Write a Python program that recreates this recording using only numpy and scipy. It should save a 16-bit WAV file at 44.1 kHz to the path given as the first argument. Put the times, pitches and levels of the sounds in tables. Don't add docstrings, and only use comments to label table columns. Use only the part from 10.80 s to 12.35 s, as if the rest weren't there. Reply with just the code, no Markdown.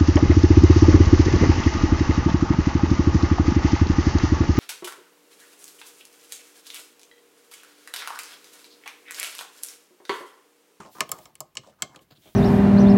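import sys
import numpy as np
from scipy import signal
from scipy.fft import rfft, irfft
from scipy.io import wavfile

SR = 44100
rng = np.random.default_rng(int(sys.argv[2]) if len(sys.argv) > 2 else 0)


def generate_wav(signal):
    frames = np.transpose(np.atleast_2d(signal))
    scaled = np.clip(frames, -1, 1) * 32767
    pcm = np.round(scaled).astype(np.int16)
    wavfile.write(sys.argv[1], SR, pcm)


N = 68355

# hz, level_db
AIR_SPECTRUM = [(25, -17), (60, 13.5), (140, 11.5), (300, 9), (600, 1.5), (1200, -3), (3000, -5.5),
                (8000, -13.5), (16000, -9)]
AIR_DB, HUM_HZ, HUM_DB = -67, 147, -79

# low_hz, high_hz, t60_s, level_db
ROOM_TAIL = [(80, 916, 0.16, -6), (650, 2150, 0.79, -22.5), (1830, 6800, 0.26, -19),
             (8400, 19000, .25, -28)]
EARLY_DB, EARLY_T60_S = -24, 0.1

# time_s, level_db
HISS_LEVEL_CURVE = [(0, -103), (.08, -75), (0.129, -54), (.2, -57.5), (.25, -70), (.31, -58), (.37, -58),
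                    (.44, -56.5), (.5, -71.5), (0.701, -96.5), (1.192, -88.5), (1.22, -60), (1.27, -83),
                    (1.38, -68), (1.46, -60), (1.55, -61.5)]
# hz, level_db
HISS_SPECTRUM = [(1000, -6), (3500, 5.5), (7000, 2.5), (11000, 3.5), (15500, 6)]

# start_s, length_s, level_db, rasp_hz
GLOVE_RUBS = [(0, .055, -57, 2128), (0.809, 0.095, -67.5, 3200), (1.205, 0.027, -69.5, 3100),
              (1.304, .022, -54, 3960), (1.35, 0.023, -61.5, 3500), (1.414, 0.073, -63, 2960),
              (1.453, 0.05, -58, 2870)]
# hz, level_db
RUB_SPECTRUM = [(500, -4), (1800, -3), (2900, -1), (3800, -5.5), (5000, -11.5), (7500, -8), (10000, -17),
                (16000, -21)]
RUB_RASP_DB, RUB_WIDTH = -4.5, 0.57

# start_s, length_s, level_db, centre_hz
BIT_SCRAPES = [(0, 0.0061, -37.5, 1100), (.01, 0.064, -53.5, 970), (0.059, 0.031, -52, 694),
               (0.149, 0.047, -46, 1050), (0.246, 0.02, -58, 1080), (0.32, 0.048, -51, 1000),
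               (0.378, 0.0064, -46.5, 680), (0.423, 0.093, -64.5, 850), (0.832, 0.014, -53.5, 1086),
               (0.862, 0.014, -50.5, 520), (0.886, 0.022, -56, 592), (.915, 0.024, -77, 604),
               (0.919, 0.02, -64.5, 1360), (0.984, .03, -59, 1100), (1.085, 0.09, -60, 850),
               (1.144, 0.0034, -46.5, 1550), (1.166, 0.027, -71, 750)]
SCRAPE_WIDTH, SCRAPE_GRIT_DB, SCRAPE_RELEASE_S = 0.53, -9.5, 0.011
SCRAPE_FRAME_GAIN = 10 ** (-4 / 20) / 6

# hz, level_db, t60_s
FRAME_MODES = [(147.2, 1.5, 0.2), (230, -4.5, 0.072), (338, -4, 0.23), (458, -4.5, .08), (552, 0.5, .07),
               (680, -7.5, .07), (1066.5, 3, .18), (1152, 1, 0.23), (1246, 1.5, 0.16)]
# hz, level_db
THUD_SPECTRUM = [(40, -27), (90, -14), (145, -1.5), (200, -5.5), (330, -3), (550, -0.5), (800, -5.5),
                 (1200, -20), (3000, -62)]
THUD_LAG_S, THUD_T60_S, THUD_RING_DB = 0.01711, 0.071, -8.5
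# start_s, level_db, highest_hz
HAND_BUMPS = [(-.015, -39.5, 455), (0.442, -57.5, 88), (0.777, -47, 152), (1.09, -54, 200),
              (1.207, -56.5, 300), (1.305, -51.5, 184), (1.376, -58.5, 181), (1.456, -52.5, 607)]

# start_s, chatter_s, thud_db, ring_db in five bands from low to high,
# focus_hz (where the tool's modes are struck harder)
RATCHET_SNAPS = [(0.049, 0.002, -49.5, -56, -63.5, -62.5, -70, -76, 2130),
                 (0.206, 0.0037, -33, -25.5, -27, -28, -27, -34.5, 1733),
                 (0.292, 0.0012, -46, -52, -59, -48.5, -52, -47.5, 3200),
                 (0.3163, 0.0032, -41, -34, -45.5, -42.5, -32.5, -28, 7280),
                 (0.387, 0.0019, -50.5, -70, -59.5, -63, -57.5, -58, 6640),
                 (0.4555, 0.001, -54.5, -53.5, -61, -56, -52.5, -67, 5378),
                 (0.5537, 0.0049, -66.5, -66, -62, -57, -56.5, -53, 4480),
                 (0.6045, 0.0055, -42, -42.5, -63.5, -51.5, -38.5, -38.5, 7900),
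                 (0.7531, 0.0022, -56.5, -52.5, -62, -59, -52, -59.5, 5378),
                 (0.7699, 0.003, -48.5, -48, -42.5, -33, -33.5, -60, 2930),
                 (1.0215, 0.0054, -38.5, -37.5, -33.5, -31.5, -26, -37.5, 7280),
                 (1.16, 0.0023, -49.5, -53.5, -77, -50.5, -56, -63.5, 3200),
                 (1.1909, 0.0018, -62, -65, -67, -61, -71.5, -93, 2930)]
RING_EDGES_HZ = [800, 1400, 2500, 4200, 8500, 16500]
# hz, level_db, t60_s
TOOL_MODES = [(1067, 1, 0.041), (1243.7, -2, 0.055), (1726, -1.5, 0.028), (2120, -7.5, 0.079),
              (2260, -0.5, 0.03), (2930, 1.5, 0.023), (3238, -1.5, .024), (4480, -15.5, 0.082),
              (5378, -0.5, 0.026), (6170, -13.5, .08), (6650, -0.5, 0.023), (7280, 0.5, 0.033),
              (7900, 2, 0.018), (9900, 1, 0.0064)]
# hz, level_db
TOP_SPECTRUM = [(8500, 0), (11000, -1), (12500, -3.5), (16000, -2.5)]
FOCUS_DB, FOCUS_OCTAVES, MODE_SCATTER_DB = 5.5, 0.088, 2.5
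CRACK_T60_S, CRACK_DB = 0.048, -5
CHATTER_DB, CHATTER_PER_S, CHATTER_RELEASE_S, CHATTER_RING_DB = -3, 14000, 0.00033, -15.5
TOP_T60_S, TOP_TAIL_DB = 0.017, -13
LOW_RING_LAG_S, FRAME_RING_DB = 0.001207, -7

LOW_CUT_HZ, TOP_HZ = 29, 16000


def undb(db):
    return 10 ** (np.asarray(db) / 20)


def seconds():
    return np.arange(N) / SR


def decay(t, t60):
    return np.exp(-np.log(1000) * t / t60)


def unit(x):
    return x / np.sqrt(np.sum(x ** 2) + 1e-18)


def level(x, db):
    return unit(x) * np.sqrt(N) * undb(db)


def blow(x, db):
    return unit(x) * np.sqrt(SR / 100) * undb(db)


def through(x, response):
    return signal.fftconvolve(x, response)[:N]


def band(x, lo_hz, hi_hz, order=3):
    edges = [lo_hz, min(hi_hz, SR / 2 - 500)]
    return signal.sosfilt(signal.butter(order, edges, "band", fs=SR, output="sos"), x + 1e-18)


def band_around(x, hz, width):
    reach = 1 + width / 2
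    return band(x, hz / reach, hz * reach, order=2)


def gains(points):
    hz, db = np.array(points, float).T
    log_hz = np.log(np.fft.rfftfreq(N, 1 / SR) + 1)
    return undb(np.interp(log_hz, np.log(hz), db))


def colour(x, points):
    return irfft(rfft(x) * gains(points), N)


def burst(t60):
    return unit(rng.standard_normal(N) * decay(seconds(), t60))


def at(x, start):
    k = int(round(start * SR))
    return np.pad(x, (max(k, 0), N))[max(-k, 0):][:N]


def ring(modes):
    t = seconds()[:N // 4]
    total = np.zeros(len(t))
    for k, (hz, db, t60) in enumerate(modes):
        total += (-1) ** k * undb(db) * np.sin(2 * np.pi * hz * t) * decay(t, t60)
    return at(unit(total), 0)


def stroke(start, length, attack, release):
    t = seconds() - start
    return np.clip(t / attack, 0, 1) * np.exp(-np.maximum(t - length, 0) / release)


def friction(rate, spread_db):
    slips = (rng.random(N) < rate / SR) * rng.standard_normal(N)
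    return slips * undb(spread_db * np.minimum(rng.exponential(size=N), 3))


def still_air():
    return level(colour(rng.standard_normal(N), AIR_SPECTRUM), AIR_DB)


def hum():
    return level(np.sin(2 * np.pi * HUM_HZ * seconds()), HUM_DB)


def workshop(x):
    early = undb(EARLY_DB) * unit(band(burst(EARLY_T60_S), 100, 11000, order=2))
    tail = sum(undb(db) * band(burst(t60), lo, hi) for lo, hi, t60, db in ROOM_TAIL)
    return x + through(x, at(early, 0.003) + at(tail, 0.008))


def hiss():
    noise = level(colour(rng.standard_normal(N), HISS_SPECTRUM), 0)
    return noise * undb(np.interp(seconds(), *np.array(HISS_LEVEL_CURVE).T))


def glove():
    out = np.zeros(N)
    for start, length, db, hz in GLOVE_RUBS:
        grains = through(friction(rate=5000, spread_db=2), burst(0.002))
        rasp = unit(band_around(grains, hz, RUB_WIDTH))
        rub = unit(colour(grains, RUB_SPECTRUM)) + undb(RUB_RASP_DB) * rasp
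        out += level(rub, db) * stroke(start, length, attack=0.0071, release=0.008)
    return out


def scrapes():
    out, frame = np.zeros(N), ring(FRAME_MODES)
    for start, length, db, hz in BIT_SCRAPES:
        slips = friction(rate=2100, spread_db=0) * stroke(start, length, 0.0019, SCRAPE_RELEASE_S)
        rasp = unit(band_around(slips, hz, SCRAPE_WIDTH))
        casting = SCRAPE_FRAME_GAIN * through(rasp, frame)
        grit = undb(SCRAPE_GRIT_DB) * unit(band(slips, 2200, 7500, order=2))
        body = undb(-5.5) * unit(band(slips, 180, 520, order=2))
        out += unit(rasp + casting + grit + body) * undb(db) * np.sqrt(length * SR)
    return out


def thud(db):
    hz = np.fft.rfftfreq(N, 1 / SR)
    dispersion = np.exp(-4j * np.pi * THUD_LAG_S * np.sqrt(150 * hz))
    chirp = irfft(gains(THUD_SPECTRUM) * dispersion, N)
    chirp = unit(at(chirp[:N // 8], -THUD_LAG_S / 3))
    scatter = undb(5.0) * unit(through(chirp, burst(THUD_T60_S)))
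    frame = undb(THUD_RING_DB) * unit(through(chirp, ring(FRAME_MODES)))
    return blow(chirp + scatter + frame, db)


def bumps():
    out = np.zeros(N)
    for start, db, highest_hz in HAND_BUMPS:
        push = band(thud(0), 40, highest_hz, order=2)
        out += at(blow(push, db), start)
    return out


def struck_steel(focus_hz):
    modes = []
    for hz, db, t60 in TOOL_MODES:
        focus = FOCUS_DB * np.exp(-(np.log2(hz / focus_hz) / FOCUS_OCTAVES) ** 2)
        modes.append((hz, db + focus + MODE_SCATTER_DB * rng.standard_normal(), t60))
    return ring(modes)


def snaps():
    out, t, frame = np.zeros(N), seconds(), ring(FRAME_MODES)
    top_damping = decay(t, TOP_T60_S) + undb(TOP_TAIL_DB)
    for start, length, thud_db, *ring_db, focus_hz in RATCHET_SNAPS:
        steel = struck_steel(focus_hz)
        fade = np.exp(-np.maximum(t - length, 0) / CHATTER_RELEASE_S)
        chatter = unit(friction(CHATTER_PER_S, spread_db=4) * fade)
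        crack = undb(CRACK_DB) * burst(CRACK_T60_S) + undb(-4.5) * burst(0.0023)
        chatter_ring = undb(CHATTER_RING_DB) * unit(through(chatter, steel))
        hit = steel + crack + undb(CHATTER_DB) * chatter + chatter_ring
        top = colour(hit, TOP_SPECTRUM) * top_damping
        for k, db in enumerate(ring_db):
            source = top if k == len(ring_db) - 1 else hit
            part = band(source, RING_EDGES_HZ[k], RING_EDGES_HZ[k + 1], order=4)
            lag = LOW_RING_LAG_S if k == 0 else 0
            out += at(blow(part, db), start + lag)
        out += at(thud(thud_db) + blow(frame, thud_db + FRAME_RING_DB), start)
    return out


def scene():
    background = still_air() + hum()
    close = hiss() + glove() + scrapes() + bumps() + snaps()
    return (workshop(close) + background)[None]


def record(dry):
    thin = signal.sosfilt(signal.butter(2, LOW_CUT_HZ, "high", fs=SR, output="sos"), dry)
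    return signal.sosfilt(signal.ellip(8, 0.2, 70, TOP_HZ, fs=SR, output="sos"), thin)


dry = scene()
out = record(dry)
generate_wav(out)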